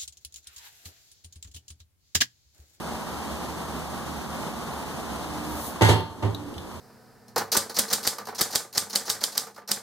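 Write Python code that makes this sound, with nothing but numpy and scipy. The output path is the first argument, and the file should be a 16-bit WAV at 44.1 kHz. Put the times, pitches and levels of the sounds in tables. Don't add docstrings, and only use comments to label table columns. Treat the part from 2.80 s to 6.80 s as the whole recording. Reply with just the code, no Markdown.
import sys
import numpy as np
from scipy import signal
from scipy.fft import rfft, irfft
from scipy.io import wavfile
from scipy.ndimage import uniform_filter1d

SR = 44100
rng = np.random.default_rng(int(sys.argv[2]) if len(sys.argv) > 2 else 0)


def log_audio(samples):
    frames = np.atleast_2d(samples).T
    limited = np.clip(frames, -1, 1)
    pcm = np.round(limited * 32767).astype(np.int16)
    wavfile.write(sys.argv[1], SR, pcm)


N = 176400

# start_s, clatter_db, treble_tilt_db_per_octave, boom_db, ring_db, place (0 rim to 1 latch)
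DOOR_BLOWS = [(3.0096, -9.5, -3, -17.5, -9.5, .05), (3.0172, -5.5, 0, 0, 0, .05),
              (3.0449, -15.5, 1.5, -10, -13, .5), (3.064, -13, 0, -22, -11, .6),
              (3.0872, -6.5, 0, 2.5, -1, 0.99), (3.0993, -14, -0.5, -13, -16, .9),
              (3.1517, -15, -8, -12.5, -14, 0.74), (3.1844, -21.5, -3, -15, -14, .5),
              (3.424, -20, -2, -16.5, -15, 0.47), (3.433, -16.5, -5.5, -13.5, -17, 0.34),
              (3.445, -19.5, -3.5, -12, -25, .3)]
# pitch_hz, level_db, decay_s (the time to fade by 60 dB)
DRUM_NOTES = [(87.7, -16.5, 0.64), (102.34, -8, 0.32), (106.5, 0.5, 0.37), (166.3, -12.5, 0.4)]
# pitch_hz, rim_hit_db, latch_hit_db, decay_s
STEEL_NOTES = [(260, -7, -11, .3), (294, -5, -11, .4), (350, 2, -11, .16), (368, 1, -5, .33),
               (386, -4, -1, .36), (484, -8, 2, .22), (596, -8, -3, .37), (745, -11, -15, .5),
               (782, -14, -6, .3), (884, 8, -12, .12), (899.5, -1, 2.5, .58), (926, -8, -6, .28),
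               (955, -10, 1, .33), (1037, -3, -5, .42), (1195, -6, -3, .35), (1418, -16, -13, .36),
               (1975, -4, -8, .3), (2842, -16, -13, .38), (3262, -15, -9, .48), (3348, -16, -12, .34),
               (3429, -16, -13, .35), (3946, -19, -16, .38), (4198, -18, -16, .65), (4292, -16, -13, .3),
               (4336, -14, -9, .3), (4592, -20, -16, .32), (6800, -15, -24, .18), (7140, -18, -21, .2)]
# pitch_hz, level_db, decay_s
CLATTER_SPECTRUM = [(50.6, -27, .2), (131, -0.5, 0.38), (233, -3, 0.3), (380, 2.5, 0.35), (606, -2, 0.21),
                    (890, -2, 0.42), (1310, -12, 0.52), (1940, -11, 0.28), (3050, -10, 0.39),
                    (4170, -17, 0.44), (7000, -18, 0.16), (10000, -23.5, 0.34), (14900, -31.5, 0.31)]
# pitch_hz, level_db
SQUEAL_TONES = [(1527, -3), (1650, -5), (1858, 0), (2060, -5)]
# start_s, length_s, pitch_hz, level_db
HINGE_GROANS = [(2.417, 0.47, 300.6, -37), (3.421, 0.31, 290.5, -32)]
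# pitch_hz, level_db
BRUSH_SPECTRUM = [(1000, -24.5), (4000, -4), (7000, -1.5), (10000, 2.5), (15000, 2.5)]
# start_s, ring_db, pitch_hz, width_hz, snap_db
LIGHT_TICKS = [(3.206, -39, 3800, 900, -28), (3.5475, -27.5, 3800, 420, -28), (3.741, -37, 3150, 900, -42),
               (3.7805, -31, 3500, 1100, -37)]
# start_s, level_db
SOFT_BUMPS = [(3.759, -26.5), (3.94, -27.5)]
# pitch_hz, level_db
RUSH_SPECTRUM = [(25, -26), (45, -17), (60, -6.5), (76, 6), (92, -15.5), (112, -5), (160, -3.5),
                 (220, -0.5), (300, -3.5), (450, -6), (600, -6), (800, -3.5), (1100, -5), (1500, -12.5),
                 (2000, -17.5), (2700, -18), (3700, -19.5), (5000, -21.5), (7000, -23), (10000, -25),
                 (15000, -30)]
# pitch_hz, level_db
HUM_TONES = [(166, -51.5), (195, -53), (227, -48.5)]
# pitch_hz, rush_likeness, blow_likeness, left_minus_right_db
MIC_PORTS = [(80.5, 0.66, 1, -5.5), (196, 0.69, 0.66, -4.5), (407, 0.26, 0.17, -0.5), (720, 0.86, 0.5, 0.5),
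             (1150, 0.96, 0.93, 0), (2360, 1, 0.92, 0), (3830, 0.65, 0.17, 1), (5860, 0.49, 0.86, .5),
             (8700, 0.58, 0.14, -0.5), (15000, 0.3, 1, 1)]
RUSH_LIKENESS, BLOW_LIKENESS, BALANCE = 1, 2, 3

DRUM_DB, DRUM_RISE_S = -2, 0.0068
STEEL_DB, STEEL_TILT_SHARE = -14.5, 0.6
CLATTER_RISE_S, CRACK_DB, CRACK_S = 0.0028, -9.5, 0.004
OVERTONE_GAP_HZ, OVERTONE_SPREAD_DB = 20, 4
SQUEAL_DB, SQUEAL_WAVER_SHARE, SQUEAL_LAG_RADIANS = -13.5, 0.0042, 2.33
GRIT_DB, GRIT_HZ, GRIT_WIDTH_HZ = -23, 5500, 11000
SQUEAL_S, GRIT_S = (3.012, 3.045, 3.136), (3.05, 3.095, 3.16)
GROAN_WAVER_SHARE, GROAN_FLUTTER_DB = 0.0064, 1.5
BRUSH_DB, BRUSH_S = -35, (2.5, 2.872, 2.99)
TICK_DECAY_S, TICK_WIDTH_HZ, TICK_TAIL_DB, TICK_TAIL_S = 0.042, 1000, -13.5, 0.3
TICK_OVERTONE_RATIO, TICK_OVERTONE_DB, SNAP_DECAY_S, SNAP_HZ = 1.58, -10, 0.019, 6000
BUMP_HZ, BUMP_RISE_S, BUMP_DECAY_S = 82.4, 0.013, 0.34
RUSH_DB, RUSH_WAVER_DB, HUM_WIDTH_HZ = -33.5, 0.85, 9.7
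SHIELD_DB, SHIELD_S = -2, (2.73, 2.95)
HOLLOW_DB, HOLLOW_HZ, HOLLOW_WIDTH_HZ = -35.5, 327, 340
HOLLOW_S = (3.1, 3.45, 3.75, 4.1)
ROOM_DB, ROOM_DECAY_S, ROOM_TOP_HZ, DOOR_LOW_HZ = -27, 1.1, 700, 64
PORT_LAG_S, PORT_SKEW_HZ, MIC_TOP_HZ = 0.000392, 7500, 15350
LIMIT_DB, SENSE_S, RECOVER_DB_PER_S, LOOK_AHEAD_S = -11.5, 0.0056, 7, 0.0029


def drum_boom():
    boom = sum(undb(boom_db) * ring(DRUM_NOTES, since(start), DRUM_RISE_S)
               for start, _, _, boom_db, _, _ in DOOR_BLOWS)
    return undb(DRUM_DB) * boom


def steel_ring():
    starts, _, tilt_db, _, ring_db, place = np.array(DOOR_BLOWS).T
    steel = 0
    for hz, rim_db, latch_db, decay_s in STEEL_NOTES:
        treble_db = STEEL_TILT_SHARE * tilt_db * np.log2(max(hz / 400, 1))
        place_db = np.interp(place, [0, 1], [rim_db, latch_db])
        kicks = np.zeros(N)
        kicks[(starts * SR).astype(int)] = undb(ring_db + treble_db + place_db) ** 2
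        energy = signal.lfilter([1], [1, -fade(2 / SR, decay_s)], kicks)
        steel = steel + np.sqrt(energy) * np.sin(2 * np.pi * (hz * since(0) + rng.random()))
    return undb(STEEL_DB) * steel


def clatter():
    t, hz = np.arange(SR) / SR, np.arange(SR // 2 + 1)
    grid_hz = np.arange(0, SR / 2, OVERTONE_GAP_HZ)
    peaks = np.interp(hz, grid_hz, rng.standard_normal(len(grid_hz)))
    uneven_db = OVERTONE_SPREAD_DB * peaks * hz / (hz + 1000)
    colour = undb(curve(hz, CLATTER_SPECTRUM) + uneven_db)
    colour = colour / np.sqrt(np.mean(colour ** 2))
    centres_hz = 50 * 2 ** np.arange(0, 8.6, .5)
    bands = [np.interp(hz, centres_hz, row) for row in np.eye(len(centres_hz))]
    attack = (1 - np.exp(-t / CLATTER_RISE_S)) * (1 + undb(CRACK_DB) * np.exp(-t / CRACK_S))
    decays = [attack * fade(t, decay_s) for decay_s in curve(centres_hz, CLATTER_SPECTRUM, column=2)]
    octaves = np.log2(np.maximum(hz / 400, 1))
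    out = np.zeros((2, N + SR))
    for start, db, tilt_db, _, _, _ in DOOR_BLOWS:
        i = int(start * SR)
        burst = rfft(rng.standard_normal((2, SR))) * colour * undb(db + tilt_db * octaves)
        out[:, i:i + SR] += sum(irfft(burst * share) * decay for share, decay in zip(bands, decays))
    return ports(out[:, :N], BLOW_LIKENESS)


def scrape():
    t, port_lag = since(0), np.array([[0], [SQUEAL_LAG_RADIANS]])
    squeal = sum(undb(SQUEAL_DB + db) * np.sin(wavering_phase(hz, SQUEAL_WAVER_SHARE, 60) - port_lag)
                 for hz, db in SQUEAL_TONES)
    grit = ports(band(GRIT_HZ, GRIT_WIDTH_HZ), BLOW_LIKENESS) * undb(GRIT_DB - wander(400))
    return squeal * np.interp(t, SQUEAL_S, [0, 1, 0]) + grit * np.interp(t, GRIT_S, [0, 1, 0])


def hinge():
    out = 0
    for start, length, hz, db in HINGE_GROANS:
        progress = np.minimum(since(start) / length, 1)
        swell = np.sqrt(np.maximum(np.sin(np.pi * progress), 0))
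        level = undb(db + GROAN_FLUTTER_DB * wander(20))
        out = out + level * swell * np.sin(wavering_phase(hz, GROAN_WAVER_SHARE, 25.3))
    return out


def brush():
    hiss = noise(undb(curve(frequencies(), BRUSH_SPECTRUM)))
    swell = np.interp(since(0), BRUSH_S, [0, 1, 0]) ** 2
    return undb(BRUSH_DB) * ports(hiss * swell, RUSH_LIKENESS)


def ticks():
    out, f = 0, frequencies()
    for start, ring_db, hz, width_hz, snap_db in LIGHT_TICKS:
        t = since(start)
        ping = band(hz, width_hz) + undb(TICK_OVERTONE_DB) * band(TICK_OVERTONE_RATIO * hz, TICK_WIDTH_HZ)
        tail = undb(TICK_TAIL_DB) * band(hz, TICK_WIDTH_HZ) * fade(t, TICK_TAIL_S)
        body = ping * fade(t, TICK_DECAY_S) + tail
        snap = noise(f / (f + SNAP_HZ)) * fade(t, SNAP_DECAY_S)
        out = out + (t > 0) * (undb(ring_db) * body + undb(snap_db) * snap)
    return ports(out, BLOW_LIKENESS)


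def bumps():
    return sum(ring([(BUMP_HZ, db, BUMP_DECAY_S)], since(start), BUMP_RISE_S) for start, db in SOFT_BUMPS)


def rush():
    t = since(0)
    air = noise(undb(curve(frequencies(), RUSH_SPECTRUM)))
    level_db = RUSH_DB + np.interp(t, SHIELD_S, [0, SHIELD_DB]) + RUSH_WAVER_DB * wander(21)
    hollow = band(HOLLOW_HZ, HOLLOW_WIDTH_HZ) * np.interp(t, HOLLOW_S, [0, 1, 1, 0])
    return ports(undb(level_db) * air + undb(HOLLOW_DB) * hollow, RUSH_LIKENESS)


def hum():
    return ports(sum(undb(db) * band(hz, HUM_WIDTH_HZ) for hz, db in HUM_TONES), RUSH_LIKENESS)


def room(door):
    door = signal.sosfilt(signal.butter(4, DOOR_LOW_HZ, "high", fs=SR, output="sos"), door)
    dull_noise = noise(1 / (1 + (frequencies() / ROOM_TOP_HZ) ** 2))
    echo = ports(dull_noise, RUSH_LIKENESS) * fade(since(0), ROOM_DECAY_S)
    echo = echo / np.sqrt(np.sum(echo[0] ** 2) * SR / (2 * ROOM_TOP_HZ))
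    return door + undb(ROOM_DB) * signal.fftconvolve(door[:1], echo, axes=1)[:, :N]


def port_phase():
    return np.maximum(2 * np.pi * frequencies() * PORT_LAG_S - np.pi, 0)


def ports(pair, column):
    left, other = rfft(pair)
    phase = port_phase()
    skew = np.minimum(frequencies() / PORT_SKEW_HZ, 1) ** 2
    shift = np.cos(phase) - 1j * skew * np.sin(phase)
    likeness = curve(frequencies(), MIC_PORTS, column) * shift
    right = likeness * left + np.sqrt(np.maximum(1 - abs(likeness) ** 2, 0)) * other
    return irfft(np.array([left, right]), N)


def ring(notes, t, rise_s):
    tones = sum(undb(db) * np.sin(2 * np.pi * hz * t) * fade(t, decay_s) for hz, db, decay_s in notes)
    return tones * (1 - np.exp(-t / rise_s))


def wavering_phase(hz, share, speed_hz):
    return 2 * np.pi * np.cumsum(hz * (1 + share * wander(speed_hz))) / SR


def noise(gain):
    pair = irfft(rfft(rng.standard_normal((2, N))) * gain, N)
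    return pair / pair.std()


def band(hz, width_hz):
    return noise(1 / (1 + (2 * (frequencies() - hz) / width_hz) ** 2))


def wander(speed_hz):
    return noise(np.exp(-frequencies() / speed_hz))[0]


def curve(hz, table, column=1):
    table = np.array(table, float)
    return np.interp(np.log(np.maximum(hz, 1)), np.log(table[:, 0]), table[:, column])


def frequencies():
    return np.arange(N // 2 + 1) * SR / N


def since(start):
    return np.maximum(np.arange(N) / SR - start, 0)


def fade(t, decay_s):
    return np.exp(-np.log(1000) * t / decay_s)


def undb(db):
    return 10 ** (np.asarray(db) / 20)


def scene():
    left = drum_boom() + steel_ring()
    right = irfft(rfft(left) * np.exp(-1j * port_phase()), N)
    door = room(np.array([left, right]) + clatter() + scrape())
    mix = door + ticks() + bumps() + hinge() + brush() + rush() + hum()
    left_db = curve(frequencies(), MIC_PORTS, BALANCE) / 2
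    return irfft(rfft(mix) * undb([left_db, -left_db]), N)


def record(dry):
    t = since(0)
    power = uniform_filter1d(np.mean(dry ** 2, axis=0), int(SENSE_S * SR))
    over_db = np.maximum(10 * np.log10(np.maximum(power, 1e-12)) - LIMIT_DB, 0)
    cut_db = np.maximum.accumulate(over_db + RECOVER_DB_PER_S * t) - RECOVER_DB_PER_S * t
    out = dry * undb(-np.interp(t + LOOK_AHEAD_S, t, cut_db))
    return signal.sosfilt(signal.ellip(10, .2, 80, MIC_TOP_HZ, fs=SR, output="sos"), out)


dry = scene()
out = record(dry)
log_audio(out)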